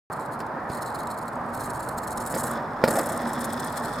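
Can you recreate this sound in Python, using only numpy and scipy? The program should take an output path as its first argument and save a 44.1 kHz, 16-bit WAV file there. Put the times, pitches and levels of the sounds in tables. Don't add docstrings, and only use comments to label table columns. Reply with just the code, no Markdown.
import sys
import numpy as np
from scipy import signal
from scipy.fft import rfft, irfft, next_fast_len
from scipy.io import wavfile
from scipy.ndimage import map_coordinates

SR = 44100
rng = np.random.default_rng(int(sys.argv[2]) if len(sys.argv) > 2 else 0)


def put_to_file(sound):
    columns = np.atleast_2d(sound).T
    safe = np.clip(columns, -1, 1)
    whole_steps = np.round(safe * 32767)
    wavfile.write(sys.argv[1], SR, whole_steps.astype(np.int16))


N = 176400
T = np.arange(N) / SR
TOP_HZ = 16200


def amp(db):
    return 10 ** (np.asarray(db) / 20)


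def unit(x):
    return x / np.sqrt(np.mean(x ** 2) + 1e-20)


def along(points, hz):
    freqs, values = np.transpose(points)
    return np.interp(np.log(hz + 1), np.log(freqs + 1), values)


def curve(rows):
    return np.interp(T, *np.transpose(rows))


def wobble(rate):
    return map_coordinates(rng.standard_normal(2048), [T * rate], mode="wrap")


def filtered(x, response):
    size = next_fast_len(N + SR // 2)
    return irfft(rfft(x, size) * response(np.fft.rfftfreq(size, 1 / SR)), size)[..., :N]


def coloured(x, points):
    size = 4096
    cepstrum = irfft(np.log(amp(along(points, np.fft.rfftfreq(size, 1 / SR)))))
    cepstrum[1:size // 2] *= 2
    cepstrum[size // 2 + 1:] = 0
    impulse = irfft(np.exp(rfft(cepstrum)))
    return signal.fftconvolve(x, impulse / np.linalg.norm(impulse))[:N]


def tail(t60):
    t = T[:SR // 4]
    noise = rng.standard_normal(len(t)) * 1000. ** (-t / t60)
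    return noise / np.linalg.norm(noise)


def clicks(rate, spread_db):
    impulses = (rng.random(N) < rate / SR) * np.sign(rng.standard_normal(N))
    return unit(impulses * amp(spread_db * np.clip(rng.standard_normal(N), -2, 2)))


def add(track, s, x):
    part = track[round(s * SR):][:len(x)]
    part += x[:len(part)]


def pan(db):
    return np.array([amp(db / 2), amp(-db / 2)]).reshape(2, -1)


def street(level_db=-32.5, pan_db=-1.54, waver_db=0.47):
    # frequency in Hz, relative level in dB.
    colour = [(25, -12), (60, -12), (130, -4), (220, -5.5), (340, -9), (600, -3), (950, 0), (1300, -4.5),
              (1800, -14.5), (2200, -23), (2800, -37), (5000, -37.5), (6000, -45.5), (12000, -47.5),
              (16000, -54)]
    # frequency in Hz, left-right likeness from 0 to 1.
    likeness = [(100, .99), (300, 0.96), (600, 0.94), (1100, 0.76), (2000, 0.66), (5000, 0.28), (12000, .3)]

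    def mid_and_side(hz):
        width = np.arccos(np.clip(along(likeness, hz), -1, 1)) / 2
        return amp(along(colour, hz)) * [np.cos(width), np.sin(width)]

    mid, side = filtered(rng.standard_normal((2, N)), mid_and_side)
    rush = unit(np.array([mid + side, mid - side])) * pan(pan_db)
    return rush * amp(level_db + waver_db * wobble(6.91))


def rolling(hum_hz=238, hum_width_hz=13.4):
    # centre in Hz, width in Hz, relative level in dB.
    resonances = [(149, 101, -3.5), (247, 48, 1), (317, 75, -0.5), (468, 50, -3), (564, 88, -2),
                  (687, 114, -2.5), (930, 206, -5.5), (1226, 130, -3), (1480, 340, -7), (1863, 140, -7.5)]
    # frequency in Hz, relative gain in dB.
    tyre = [(25, -11.5), (100, -2), (1500, -1), (2100, -7.5), (2800, -7.5), (5000, -48), (9000, -70)]
    # time in seconds, level in dB.
    shake = [(.1, -41), (.6, -40), (.75, -39), (1.1, -47), (1.6, -38.5), (2.25, -36.5), (2.37, -30.5),
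             (2.58, -32), (2.68, -41), (2.86, -30.5), (2.89, -27.5), (3.04, -33), (3.3, -32.5),
             (3.7, -36.5), (4, -37)]
    # time in seconds, relative level in dB.
    hum_level = [(.8, -7), (1.35, 1.5), (1.8, -9), (2.5, -6), (3, -5.5), (3.3, -1.5), (4, 0)]

    def mode(hz, centre, width):
        return 1j * hz * width / (centre ** 2 - hz ** 2 + 1j * hz * width)

    def all_modes(hz):
        return sum((-1) ** k * amp(db) * mode(hz, centre, width)
                   for k, (centre, width, db) in enumerate(resonances))

    jolts = clicks(rate=1500, spread_db=4.5) * amp(2.32 * wobble(35))
    body = coloured(filtered(jolts, all_modes), tyre)
    hum = filtered(clicks(rate=1500, spread_db=2.5), lambda hz: mode(hz, hum_hz, hum_width_hz))
    return (amp(-2) * unit(body) + amp(curve(hum_level)) * unit(hum)) * amp(curve(shake))


def wheel_drone():
    # frequency in Hz, relative level in dB.
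    drone_colour = [(250, -36), (450, -12), (570, 2), (680, -1), (820, -5), (1500, -25.5), (1900, -14),
                    (2500, -34), (4000, -53)]
    rumble_colour = [(25, -1), (70, -2), (150, 2.5), (220, -21), (500, -60)]
    whine_colour = [(1000, -48), (1650, -13), (1780, 4.5), (1950, -7), (2150, -20), (3000, -57)]
    # time in seconds, level in dB.
    drone_level = [(2.2, -61), (2.37, -31.5), (2.45, -45), (2.58, -38), (2.7, -47), (2.87, -53),
                   (2.93, -32.5), (2.98, -23), (3.04, -33), (3.25, -35.5), (3.5, -53), (4, -54)]
    rumble_level = [(.1, -67), (1.3, -86), (1.55, -42), (2.3, -45), (2.7, -49), (3.2, -49), (4, -47)]
    whine_level = [(.3, -75), (.6, -47), (.85, -49), (1.05, -74), (2.9, -72), (3.1, -48), (3.6, -47.5),
                   (4, -49)]
    layers = [(drone_colour, drone_level), (rumble_colour, rumble_level), (whine_colour, whine_level)]
    return sum(unit(coloured(clicks(rate=1000, spread_db=2.5), colour)) * amp(curve(level))
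               for colour, level in layers)


def grit(patchy_db=3.3, stones_db=-3):
    # frequency in Hz, relative level in dB.
    colour = [(500, -30), (1400, 4), (1950, 7.5), (2400, -6), (2800, -10), (3500, 5.5), (4200, -4),
              (5100, 4), (5900, -5), (9000, -14.5), (16000, -16)]
    # time in seconds, relative level in dB.
    level = [(.1, -77), (2.25, -81), (2.36, -72), (2.56, -48.5), (2.63, -58), (2.83, -55), (2.88, -58),
             (3.2, -45), (3.6, -46.5), (4, -49.5)]
    crunch = clicks(rate=5000, spread_db=7) * amp(patchy_db * wobble(90))
    stones = amp(stones_db) * clicks(rate=90, spread_db=3.5)
    return unit(coloured(crunch + stones, colour)) * amp(curve(level))


def pings(hits, hz, spread, t60, count):
    onsets, t = np.flatnonzero(hits), T[:440].astype(np.float32)
    pitch = np.minimum(hz * np.exp(spread * rng.standard_normal((N, count, 1))[onsets]), TOP_HZ)
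    rings = np.sin(np.float32(2 * np.pi * pitch) * t).sum(1) * np.float32(amp(-60 * t / t60))
    rings = rings * (hits[onsets] / np.linalg.norm(rings, axis=1))[:, None]
    positions = onsets[:, None] + np.arange(len(t))
    return np.bincount(positions.ravel(), rings.ravel(), N)[:N]


def rattle(clump_db=6, clump_rate=80, burst_trim_db=-2):
    # start in seconds, length in seconds, relative level in dB.
    bursts = [(0.119, 0.02, -47.5), (0.195, 0.045, -56), (0.258, 0.0056, -52), (0.316, 0.036, -51.5),
              (0.393, 0.013, -49), (0.463, 0.0059, -50.5), (0.692, 0.0098, -52), (0.72, 0.04, -47),
              (0.764, 0.014, -51.5), (0.816, 0.015, -40.5), (0.85, 0.0365, -47), (0.893, 0.016, -53.5),
              (0.94, 0.02, -45), (0.982, 0.026, -47.5), (1.028, 0.0093, -47.5), (1.069, 0.00832, -42),
              (1.101, 0.027, -46.5), (1.138, 0.013, -54), (1.175, 0.017, -45.5), (1.215, 0.02, -53),
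              (1.278, 0.011, -44.5), (1.353, 0.0049, -53), (1.534, 0.027, -48), (1.566, 0.014, -47),
              (1.594, 0.022, -44), (1.634, 0.0319, -48.5), (1.697, 0.014, -41.5), (1.731, 0.0228, -51),
              (1.802, 0.00766, -51), (1.827, 0.0367, -54.5), (1.887, 0.0084, -37), (1.976, 0.014, -40),
              (2.031, 0.01308, -43.5), (2.072, 0.013, -39), (2.103, 0.029, -42), (2.172, 0.0093, -36.5),
              (2.2, 0.028, -43), (2.257, 0.02, -37.5), (2.294, 0.034, -42.5), (2.346, 0.014, -35.5),
              (2.373, 0.04, -36.5), (2.432, 0.019, -36), (2.451, 0.035, -40.5), (2.51, 0.0063, -36.5),
              (2.877, 0.016, -33), (2.9, 0.016, -41), (2.956, 0.013, -32.5), (2.985, 0.011, -30),
              (3.012, 0.0069, -41), (3.057, 0.015, -39), (3.086, 0.00603, -42), (3.101, 0.009, -44),
              (3.119, 0.013, -43), (3.174, 0.0065, -37), (3.331, 0.007, -38.5), (3.404, 0.0177, -41.5),
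              (3.438, 0.019, -37.5), (3.526, 0.0092, -38.5), (3.597, 0.011, -40), (3.64, 0.0093, -39.5),
              (3.721, 0.0076, -42.5), (3.77, 0.01, -43)]
    # time in seconds, relative level in dB.
    chatter = [(.1, -59), (.42, -69), (.5, -92.5), (.65, -67), (.72, -59), (1.3, -62), (1.4, -64.5),
               (1.48, -69), (1.54, -51.5), (2.2, -52), (2.45, -47), (2.52, -46), (2.6, -69), (2.87, -76),
               (2.885, -40.5), (3.05, -46.5), (3.4, -52), (4, -48.5)]
    # time in seconds, relative level in dB.
    clink_level = [(.3, -4.5), (.9, -1), (1.4, -5.5), (2.2, -9), (2.9, -28), (4, -2)]
    # frequency in Hz, relative gain in dB.
    colour = [(200, -65), (2000, -41), (2900, -9), (3500, -12.5), (4400, -3), (5200, -7), (6200, -5),
              (7400, 2), (8600, 0.5), (10500, 0), (12800, -0.5), (15500, -12.5)]
    shaking = unit(amp(clump_db * np.clip(wobble(clump_rate), -2, 1.3))) * amp(curve(chatter))
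    contacts = clicks(rate=1300, spread_db=4)
    for start, length, db in bursts:
        near = slice(max(round((start - length) * SR), 0), round((start + 2 * length) * SR))
        swell = np.exp(-np.abs(2 * (T[near] - start) / length - 1) ** 3)
        burst_rms = np.sqrt(np.sum((swell * contacts[near]) ** 2) / (length * SR) + .02)
        shaking[near] += swell / burst_rms * amp(db + burst_trim_db)
    hits = contacts * shaking
    struck_part = rng.integers(0, 2, N)
    ticks = np.zeros(N)
    for part in range(2):
        tick = amp(-3.5) * tail(t60=0.0082) + amp(-15) * tail(t60=0.07)
        ticks += signal.oaconvolve(hits * (struck_part == part), tick)[:N]
    clink = amp(curve(clink_level)) * pings(hits, hz=4343, spread=0.109, t60=0.017, count=1)
    sparkle = amp(-3.5) * pings(hits, hz=9455, spread=0.319, t60=0.012, count=2)
    return coloured(ticks + sparkle + clink, colour)


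def thuds_and_knocks(thud_hz=560, thud_decay_s=0.0014, clank_t60_s=0.078, vary_db=1.0, radiate_hz=110):
    # start in seconds, relative thump in dB, contact in seconds, relative clank in dB.
    strikes = [(.404, -29, 0.0001765, -35.5), (.7, -11, 0.0031, -35.5), (2.311, -32, 0.00102, -49.5),
               (2.34, -19.5, 0.00066, -29), (2.363, -14.5, 0.0007, -34), (2.367, -36, 0.00073, -46),
               (2.839, -2.5, 0.00039, -18.5), (2.842, -26, 0.00036, -24), (2.8785, -12.5, 0.0005, -25),
               (2.8852, -9.5, 0.00073, -43), (2.908, -16.5, 0.00069, -31), (2.9564, -18.5, 0.0006, -28),
               (2.9882, -21.5, 0.00055, -33), (2.992, -26, 0.000245, -27.5)]
    # frequency in Hz, relative level in dB, t60 in seconds.
    modes = [(241.3, -11, 0.31), (533, -4, 0.064), (620, -14.5, .07), (885, -7, 0.032), (1420, -6, 0.027),
             (1858, -1, 0.016), (2286, -13.5, 0.036), (3080, -15, 0.035), (4020, -24, 0.055),
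             (4700, -34, 0.05)]
    # frequency in Hz, relative gain in dB.
    clank_colour = [(300, -55), (1500, 0), (2300, 5.5), (2900, -5.5), (3800, -1), (5000, 4.5),
                    (6200, -10.5), (8000, -9.5), (12000, -7), (16000, -14)]
    deck, fittings, t = np.zeros(N), np.zeros(N), T[:SR // 3]
    thud = amp(4) * np.sin(2 * np.pi * thud_hz * t) * np.exp(-t / thud_decay_s)
    for start, thump_db, contact_s, clank_db in strikes:
        ring = sum(amp(db - vary_db * rng.normal() - 60 * t / t60) * np.sin(2 * np.pi * hz * t)
                   for hz, db, t60 in modes)
        push = np.sin(np.pi * np.minimum(t[:SR // 100] / contact_s, 1)) ** 2
        add(deck, start, amp(thump_db) * signal.fftconvolve(0.59 * (ring + thud), push / push.sum()))
        add(fittings, start, amp(clank_db - 8.5 - 60 * t / clank_t60_s) * rng.standard_normal(len(t)))
    thumps = filtered(deck, lambda hz: 1j * hz / (radiate_hz + 1j * hz))
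    return thumps + coloured(fittings, clank_colour)


def walls(x, t60):
    return np.array([signal.fftconvolve(x, tail(t60))[:N] for _ in range(2)])


def scene(body_pan_db=-1.3, scatter_db=-7, treble_db=-2, body_send_db=-11, reverb_db=-15):
    # time in seconds, left minus right in dB.
    path = [(2.5, -0.5), (2.85, 4.5), (3.0, 3), (3.5, 5.5), (4, 11)]
    body = rolling() + wheel_drone() + thuds_and_knocks()
    bright = rattle() + grit()
    treble = (bright + amp(scatter_db) * walls(bright, t60=0.01)) * pan(curve(path))
    mix = street() + body * pan(body_pan_db) + amp(treble_db) * treble
    return mix + amp(reverb_db) * walls(amp(body_send_db) * body + bright, t60=0.23)


def record(dry, start_s=0.1, low_cut_hz=45):
    return filtered(dry * (T >= start_s), lambda hz: (hz < TOP_HZ) * 1j * hz / (low_cut_hz + 1j * hz))


dry = scene()
out = record(dry)
put_to_file(out)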